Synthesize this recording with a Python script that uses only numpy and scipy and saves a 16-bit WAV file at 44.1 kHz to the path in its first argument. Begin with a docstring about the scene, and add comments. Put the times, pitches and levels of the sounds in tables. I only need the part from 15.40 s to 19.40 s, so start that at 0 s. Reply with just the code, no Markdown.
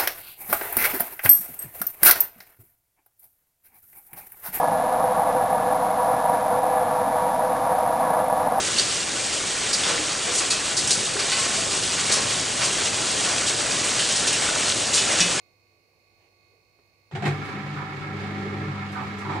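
"""A front-loading washing machine stands with a faint electric buzz over room noise.
Water trickles in the drum, wet cloth swishes, a drip falls. At 1.7 s the drain pump starts,
swallows a few slugs of water, then churns air and water over a mains hum while the sump booms.
Spray spits and the hose gurgles now and then; the splashes ring briefly in the steel cabinet."""
import sys
import numpy as np
from scipy import signal
from scipy.fft import rfft, irfft, next_fast_len
from scipy.io import wavfile
from scipy.ndimage import map_coordinates

SR = 44100
rng = np.random.default_rng(int(sys.argv[2]) if len(sys.argv) > 2 else 0)


def inscribe(sig):
    """Save sig as 16-bit PCM at rate SR to the path in sys.argv[1].

    A 1-D sig is mono; a 2-D sig holds one channel per row.
    Samples are clipped to [-1, 1] before scaling.
    """
    pcm = np.round(np.clip(np.atleast_2d(sig).T, -1, 1) * 32767)
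    wavfile.write(sys.argv[1], SR, pcm.astype(np.int16))


N = 176400
TIME_S = np.arange(N) / SR


def amp(db):
    """Decibels to gain."""
    return 10 ** (np.asarray(db) / 20)


def along(points, hz):
    """Interpolate (hz, value) points on a log frequency axis."""
    knots_hz, values = np.transpose(points)
    return np.interp(np.log(hz + 1), np.log(knots_hz + 1), values)


def curves(rows):
    """One value per sample for each column after the time."""
    times_s, *columns = np.transpose(rows)
    return [np.interp(TIME_S, times_s, column) for column in columns]


def wobble(knots_per_s):
    """Smooth random curve."""
    return map_coordinates(rng.standard_normal(2048), [TIME_S * knots_per_s], mode="wrap")


def noise():
    """Two streams of white noise."""
    return rng.standard_normal((2, N))


def impacts(per_s, spread_db):
    """Two streams of tiny water impacts of random size."""
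    hit = rng.random((2, N)) < per_s / SR
    return hit * np.sign(noise()) * amp(spread_db * np.clip(noise(), -2, 2))


def bursts(rows, attack_s, t60_s):
    """Envelope of events that rise, hold and die away."""
    power = 0
    for start_s, length_s, level_db in rows:
        rise = np.clip((TIME_S - start_s) / attack_s, 0, 1)
        decay_db = 60 * np.maximum(TIME_S - start_s - length_s, 0) / t60_s
        power += (rise * amp(level_db - decay_db)) ** 2
    return np.sqrt(power)


def filtered(x, response):
    """Apply a complex frequency response."""
    size = 2 * next_fast_len(N * 5 // 8)
    return irfft(rfft(x, size) * response(np.fft.rfftfreq(size, 1 / SR)), size)[..., :N]


def lowpass(hz, edge_hz):
    """Gain falling 24 dB per octave above the edge."""
    return 1 / (1 + (hz / edge_hz) ** 4)


def colour(points):
    """Minimum-phase response through (hz, db) points."""
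    def response(hz):
        cepstrum = irfft(np.log(amp(along(points, hz))))
        causal = np.r_[cepstrum[0], 2 * cepstrum[1:len(cepstrum) // 2]]
        return np.exp(rfft(causal, len(cepstrum)))
    return response


def resonances(modes, hz):
    """Response of band-pass modes summed with alternating sign."""
    return sum((-1) ** k * amp(db) * 1j * hz * width / (centre ** 2 - hz ** 2 + 1j * hz * width)
               for k, (centre, width, db) in enumerate(modes))


# Left-right likeness: freq_hz, correlation
LIKENESS = [(60, 0.55), (170, 0.77), (350, 0.96), (700, 0.58), (1300, 0.26), (2300, 0.29), (4000, 0.075),
            (12000, 0)]
def stereo_angle(hz):
    """Angle between the channels in radians; 0 is identical."""
    return np.arccos(np.clip(along(LIKENESS, hz), -1, 1))


def pan_gains(pan, hz):
    """Left and right gains from a level difference."""
    return amp(np.outer([.5, -.5], along(pan, hz)))


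def placed(pair, response, pan):
    """Two unrelated signals become a coloured stereo sound whose middle has rms 1."""
    def mid_side(hz):
        angle = stereo_angle(hz) / 2
        return response(hz) * np.array([np.cos(angle), np.sin(angle)])
    mid, side = filtered(pair, mid_side)
    out = filtered(np.array([mid + side, mid - side]), lambda hz: pan_gains(pan, hz))
    return out / out.mean(axis=0).std()


# Cabinet decay: freq_hz, t60_s
CABINET_DECAY = [(150, 0.1), (1000, 0.11), (4000, 0.3), (12000, 0.053)]
def cabinet(x, ring_db=-4.5):
    """Add the short ring of the steel cabinet."""
    hz, t, spectrum = signal.stft(rng.standard_normal((2, SR // 4)), SR, nperseg=256)
    decay = amp(-60 * t / along(CABINET_DECAY, hz)[:, None])
    tail = signal.istft(spectrum * decay, SR, nperseg=256)[1]
    tail /= np.linalg.norm(tail[0])
    return x + amp(ring_db) * signal.fftconvolve(x, tail, axes=1)[:, :N]


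# Buzz spectrum: freq_hz, gain_db
BUZZ_SPECTRUM = [(180, -24), (300, -4.5), (745, 6), (969, -14), (1150, 7), (1310, -34), (1460, -13),
                 (1850, -21), (2110, 6.5), (2540, -4), (2750, -10.5), (3350, -10), (4240, -5),
                 (4840, -36.5), (7000, -4), (9100, -54), (15400, -120)]
# Harmonics the panels bring out: freq_hz, level_db
PANEL_TONES = [(98, -76.5), (344, -81), (443, -85), (516, -84.5), (738, -84), (1131, -81), (1475, -92.5),
               (2164, -78), (2262, -98), (2508, -76.5), (3787, -90), (3836, -90), (4230, -105.5),
               (4279, -80), (4328, -81), (4377, -84.5), (4426, -86)]
# Buzz balance: freq_hz, left_minus_right_db
BUZZ_PAN = [(110, 3.5), (380, 1), (1200, -8), (2380, -54), (4400, -12.5), (8000, 3)]
def buzz(pitch_hz=49.182, comb_db=-76.5):
    """Electric buzz: a comb of harmonics, a few of them raised by the panels."""
    hz = pitch_hz * np.arange(1, 140)
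    gain = amp(along(BUZZ_SPECTRUM, hz))
    gain *= amp(comb_db) / np.linalg.norm(gain)
    for tone_hz, level_db in PANEL_TONES:
        gain[np.argmin(abs(hz - tone_hz))] = amp(level_db)
    phase = rng.uniform(0, 2 * np.pi, len(hz))
    phase_split = np.outer([.5, -.5], rng.choice([-1, 1], len(hz)) * stereo_angle(hz))
    harmonics = pan_gains(BUZZ_PAN, hz) * np.exp(1j * (phase + phase_split))
    harmonics *= gain / abs(harmonics.mean(axis=0))
    cycle = irfft(np.pad(harmonics, ((0, 0), (1, 0))), 4096, norm="forward") / np.sqrt(2)
    grid = np.linspace(0, 1, cycle.shape[1], endpoint=False)
    tone = np.array([np.interp(TIME_S * pitch_hz, grid, channel, period=1) for channel in cycle])
    return tone * amp(1.5 * wobble(6.5))


# Room noise spectrum: freq_hz, gain_db
ROOM_SPECTRUM = [(15, -47), (25, -11), (96, 1.5), (209, -9), (522, -4.5), (918, -11), (1140, -11),
                 (1370, -21.5), (1900, -17.5), (2110, -10.5), (2550, -8), (3430, -31), (4370, -9),
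                 (7290, -24.5), (15500, -24)]
# Room and drum balance: freq_hz, left_minus_right_db
ROOM_PAN = [(110, -3.5), (380, -8), (1300, -1.5), (2400, -11.5), (4400, 4.5), (8000, 0)]
def room(level_db=-69):
    """Steady room noise."""
    return amp(level_db) * placed(noise(), colour(ROOM_SPECTRUM), ROOM_PAN)


# Trickle spectrum: freq_hz, gain_db
TRICKLE_SPECTRUM = [(150, -27), (420, 13), (800, -7), (1500, -29), (2700, -29), (6000, -21), (15000, -50)]
# Trickles: start_s, length_s, level_db
TRICKLES = [(.3, 0.27, -73.5), (.8, 0.14, -73), (1.1, 0.053, -67)]
def trickles():
    """Runs of small water impacts in the drum ring the cabinet."""
    drops = cabinet(impacts(per_s=750, spread_db=6))
    water = placed(drops, colour(TRICKLE_SPECTRUM), ROOM_PAN)
    return bursts(TRICKLES, attack_s=0.023, t60_s=0.25) * water


# Swish spectrum: freq_hz, gain_db
SWISH_SPECTRUM = [(200, -19), (800, 4), (1300, -15), (2600, 0), (3500, -12), (6000, -14), (12000, -37)]
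# Swish: start_s, length_s, level_db
SWISHES = [(.78, 0.086, -69.5)]
def swish():
    """Wet cloth gives a soft swell of noise."""
    cloth = placed(noise(), colour(SWISH_SPECTRUM), ROOM_PAN)
    return bursts(SWISHES, attack_s=0.025, t60_s=0.16) * cloth


# Drip spectrum: freq_hz, gain_db
DRIP_SPECTRUM = [(60, -12), (150, -15), (400, 8), (900, -3), (1800, -9), (3000, -18), (10000, -35)]
# Drip: start_s, length_s, level_db
DRIPS = [(1.388, .002, -59.5)]
def drip():
    """A drip lands in the drum with a short, dull tap."""
    tap = placed(noise(), colour(DRIP_SPECTRUM), ROOM_PAN)
    return bursts(DRIPS, attack_s=.002, t60_s=0.072) * tap


PUMP_START_S, SPIN_UP_S, MAINS_HZ = 1.712, 0.2, 50
def spin_up():
    """0 before the pump starts, 1 at full speed."""
    return np.clip((TIME_S - PUMP_START_S) / SPIN_UP_S, 0, 1)


# Hum at full speed: time_s, second_harmonic_db, fourth_harmonic_db
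HUM_LEVELS = [(1.75, -32, -40), (1.79, -26, -39), (1.84, -60, -33.5), (1.89, -34.5, -40.5),
              (2.08, -45, -59.5), (2.14, -46.5, -37), (2.64, -46, -52.5), (2.74, -37.5, -39),
              (3.09, -39, -34.5), (3.18, -35, -38), (3.82, -43.5, -38), (4.0, -33.5, -42)]
def pump_hum():
    """The pump motor hums at twice and four times the mains frequency."""
    phase = 2 * np.pi * MAINS_HZ * TIME_S + .06 * wobble(27)
    second_db, fourth_db = curves(HUM_LEVELS)
    second = amp(second_db) * np.sin(2 * phase)
    fourth = amp(fourth_db) * np.sin(4 * phase + 0.11 * wobble(19))
    return spin_up() * np.sqrt(2) * (second + fourth)


# Sump resonances, per filter pass: centre_hz, width_hz, gain_db
SUMP_MODES = [(148.3, 11.6, -8.5), (114.4, 18, -17)]
# Boom contour: time_s, gain_db
BOOM_CONTOUR = [(1.72, -73), (1.74, -29.5), (1.83, -39.5), (1.88, -24), (2.11, -55), (2.16, -44.5),
                (2.4, -36), (2.45, -46.5), (2.49, -43.5), (3.24, -39.5), (3.3, -30), (3.38, -46),
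                (3.41, -37), (3.59, -52), (3.62, -37.5), (3.82, -65), (3.9, -32.5), (4.0, -60)]
def sump(trim_db=2):
    """The water column in the sump booms at one wavering pitch."""
    boom_db, = curves(BOOM_CONTOUR)
    ring = filtered(rng.standard_normal(N), lambda hz: resonances(SUMP_MODES, hz) ** 2)
    analytic = signal.hilbert(ring)
    boom = ring / (abs(analytic) + 1.8 * analytic.std())  # evens out the swells
    boom /= np.sqrt(np.mean(boom ** 2))
    return (TIME_S > PUMP_START_S) * amp(boom_db + trim_db) * boom


# Water load on the pump: time_s, tub_gain_db
WATER_LOAD = [(1.98, -41.5), (2.31, -47), (3.17, -37.5), (3.19, -40), (3.22, -38.5), (3.46, -49.5),
              (3.55, -45.5), (3.86, -46), (3.89, -41), (4.0, -39)]
# Tub resonances: centre_hz, width_hz, gain_db
TUB_MODES = [(243, 12.7, -4), (273.4, 10.6, -1), (311, 12.3, 4), (358, 43.5, -5.5), (389.5, 31.3, 0.5),
             (432, 16, -4), (535, 49, -12)]
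# Pump housing resonances: centre_hz, width_hz, gain_db
HOUSING_MODES = [(765.6, 18.3, 2), (852, 27, -4.5), (1005, 56, -0.5), (1180, 40, 3), (1208, 50, 3),
                 (1314, 74, 1), (1395, 56, -2.5), (1643, 56, -2.5), (1837, 130, -4.5), (2155, 98, -1),
                 (2332, 68, -2.5), (2580, 83, -9)]
# Fizz spectrum: freq_hz, gain_db
FIZZ_SPECTRUM = [(30, -25.5), (70, 2), (200, 9.5), (600, -1.5), (1100, 0.5), (2300, -1.5), (2900, -4),
                 (3900, -5.5), (5000, -11), (5800, -16.5), (7300, -18.5), (9200, -28), (12000, -33),
                 (15500, -54)]
# Pump balance: freq_hz, left_minus_right_db
PUMP_PAN = [(150, 11), (450, -3.5), (800, 1.5), (1300, -3), (2200, -7), (3200, -1.5), (4500, 1.5),
            (8000, -0.5), (14000, 5.5)]
CHOP_HZ, CHOP_DEPTH = 27.8, .15
PRIME_DB, PRIME_DECAY_S = 3, 0.14  # extra splashing while the pump primes
def churn(tub_trim_db=2, housing_db=-39.5, fizz_db=-42):
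    """The impeller chops air and water: impacts ring the tub and housing over a fizz."""
    def tub_response(hz):
        low_cut = 1 - np.exp(-(hz / 200) ** 2)
        return resonances(TUB_MODES, hz) * low_cut * lowpass(hz, 1200)

    def housing_response(hz):
        return resonances(HOUSING_MODES, hz) * lowpass(hz, 3200)

    chop = 1 + CHOP_DEPTH * np.sin(2 * np.pi * CHOP_HZ * TIME_S + 0.76 * wobble(5))
    chop += 0.068 * np.sin(2 * np.pi * 2 * MAINS_HZ * TIME_S)
    load_db, = curves(WATER_LOAD)
    knocks = chop * impacts(per_s=2000, spread_db=2.5)
    tub = amp(load_db + tub_trim_db) * placed(knocks, tub_response, PUMP_PAN)
    rattle = cabinet(chop * impacts(per_s=2600, spread_db=4))
    housing = amp(housing_db + .9 * wobble(35)) * placed(rattle, housing_response, PUMP_PAN)
    spray = np.sqrt(abs(chop)) * (impacts(per_s=6000, spread_db=3.5) + 0.43 * noise())
    fizz = amp(fizz_db + 0.65 * wobble(11)) * placed(spray, colour(FIZZ_SPECTRUM), PUMP_PAN)
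    priming_db = PRIME_DB * np.exp(-np.maximum(TIME_S - PUMP_START_S, 0) / PRIME_DECAY_S)
    return spin_up() * (tub + amp(priming_db) * (housing + fizz))


# Slug spectrum: freq_hz, gain_db
SLUG_SPECTRUM = [(60, -33), (180, -7.5), (266, -9.5), (390, 0), (620, -19), (770, -1.5), (950, -14),
                 (1510, -15.5), (2190, -15), (2950, -23.5), (3750, -23), (6200, -37), (7200, -33.5),
                 (15500, -66.5)]
# Slugs: start_s, length_s, level_db
SLUGS = [(1.712, 0.023, -45), (1.751, 0.0058, -30), (1.822, 0.021, -30.5), (1.853, 0.018, -24),
         (3.9, 0.065, -36)]
def slugs():
    """Slugs of water hit the impeller and ring the cabinet."""
    hits = cabinet(impacts(per_s=5000, spread_db=4))
    splash = placed(hits, colour(SLUG_SPECTRUM), PUMP_PAN)
    return bursts(SLUGS, attack_s=0.00067, t60_s=.25) * splash


# Spray spectrum: freq_hz, gain_db
SPIT_SPECTRUM = [(100, -42), (2000, -39), (5500, 0), (7500, 2), (11000, -2), (15500, -7)]
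# Spits: start_s, length_s, gain_db, edge_hz
SPITS = [(1.854, .015, -52.5, 14000), (2.039, .06, -62.5, 13000), (3.518, .004, -57.5, 14500),
         (3.618, .05, -68, 15000), (3.783, .01, -52, 9500)]
def spits():
    """Dense tiny impacts hiss in short spits of spray, some duller than others."""
    spray = placed(impacts(per_s=18000, spread_db=0), colour(SPIT_SPECTRUM), PUMP_PAN)
    out = np.zeros((2, N))
    for *event, edge_hz in SPITS:
        envelope = bursts([event], attack_s=.002, t60_s=0.35)
        out += envelope * filtered(spray, lambda hz: lowpass(hz, edge_hz))
    return out


# Hose gurgles: start_s, length_s, dry_level_db, start_pitch_hz
GURGLES = [(2.359, 0.097, -43.5, 1335), (3.552, 0.091, -38.5, 1310), (3.845, .07, -39.5, 1144),
           (3.895, 0.084, -36.5, 1306)]
FALL_OCT_PER_S, FADE_DB_PER_S = 6.26, 71
BUBBLE_SCATTER_OCT, BUBBLE_T60_CYCLES = 0.23, 26
def gurgles(bubbles=70):
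    """Each gurgle in the hose is a cloud of ringing bubbles that grow, so its pitch falls."""
    out = np.zeros((2, N + SR))
    t = np.arange(SR // 20) / SR
    for start_s, length_s, level_db, start_hz in GURGLES:
        delays_s = np.linspace(0, length_s, bubbles)
        detune, strength, leans = rng.standard_normal((3, bubbles))
        octaves = BUBBLE_SCATTER_OCT * np.clip(detune, -2, 2) - FALL_OCT_PER_S * delays_s
        gains = amp(2 * strength - FADE_DB_PER_S * delays_s)
        cloud = np.zeros((2, SR // 2))
        for delay_s, hz, gain, lean in zip(delays_s, start_hz * 2 ** octaves, gains, leans):
            cycles = hz * t
            envelope = (1 - np.exp(-2 * cycles)) * amp(-60 * cycles / BUBBLE_T60_CYCLES)
            ring = gain * envelope * np.sin(2 * np.pi * cycles)
            at = int(delay_s * SR)
            cloud[:, at:at + len(t)] += np.outer([0.38 + 0.42 * lean, 1.15 - 0.24 * lean], ring)
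        rms = np.sqrt(np.sum(cloud.mean(axis=0) ** 2) / (length_s * SR))
        start = int(start_s * SR)
        out[:, start:start + SR // 2] += amp(level_db) * cloud / rms
    return cabinet(out[:, :N])


def scene():
    """The machine heard from in front of its door."""
    idle = buzz() + room() + trickles() + swish() + drip()
    draining = pump_hum() + sump() + churn() + slugs() + spits() + gurgles()
    return idle + draining


BAND_LIMIT_HZ = 15700
def record(dry):
    """Brick-wall low-pass."""
    return filtered(dry, lambda hz: hz < BAND_LIMIT_HZ)


dry = scene()
out = record(dry)
inscribe(out)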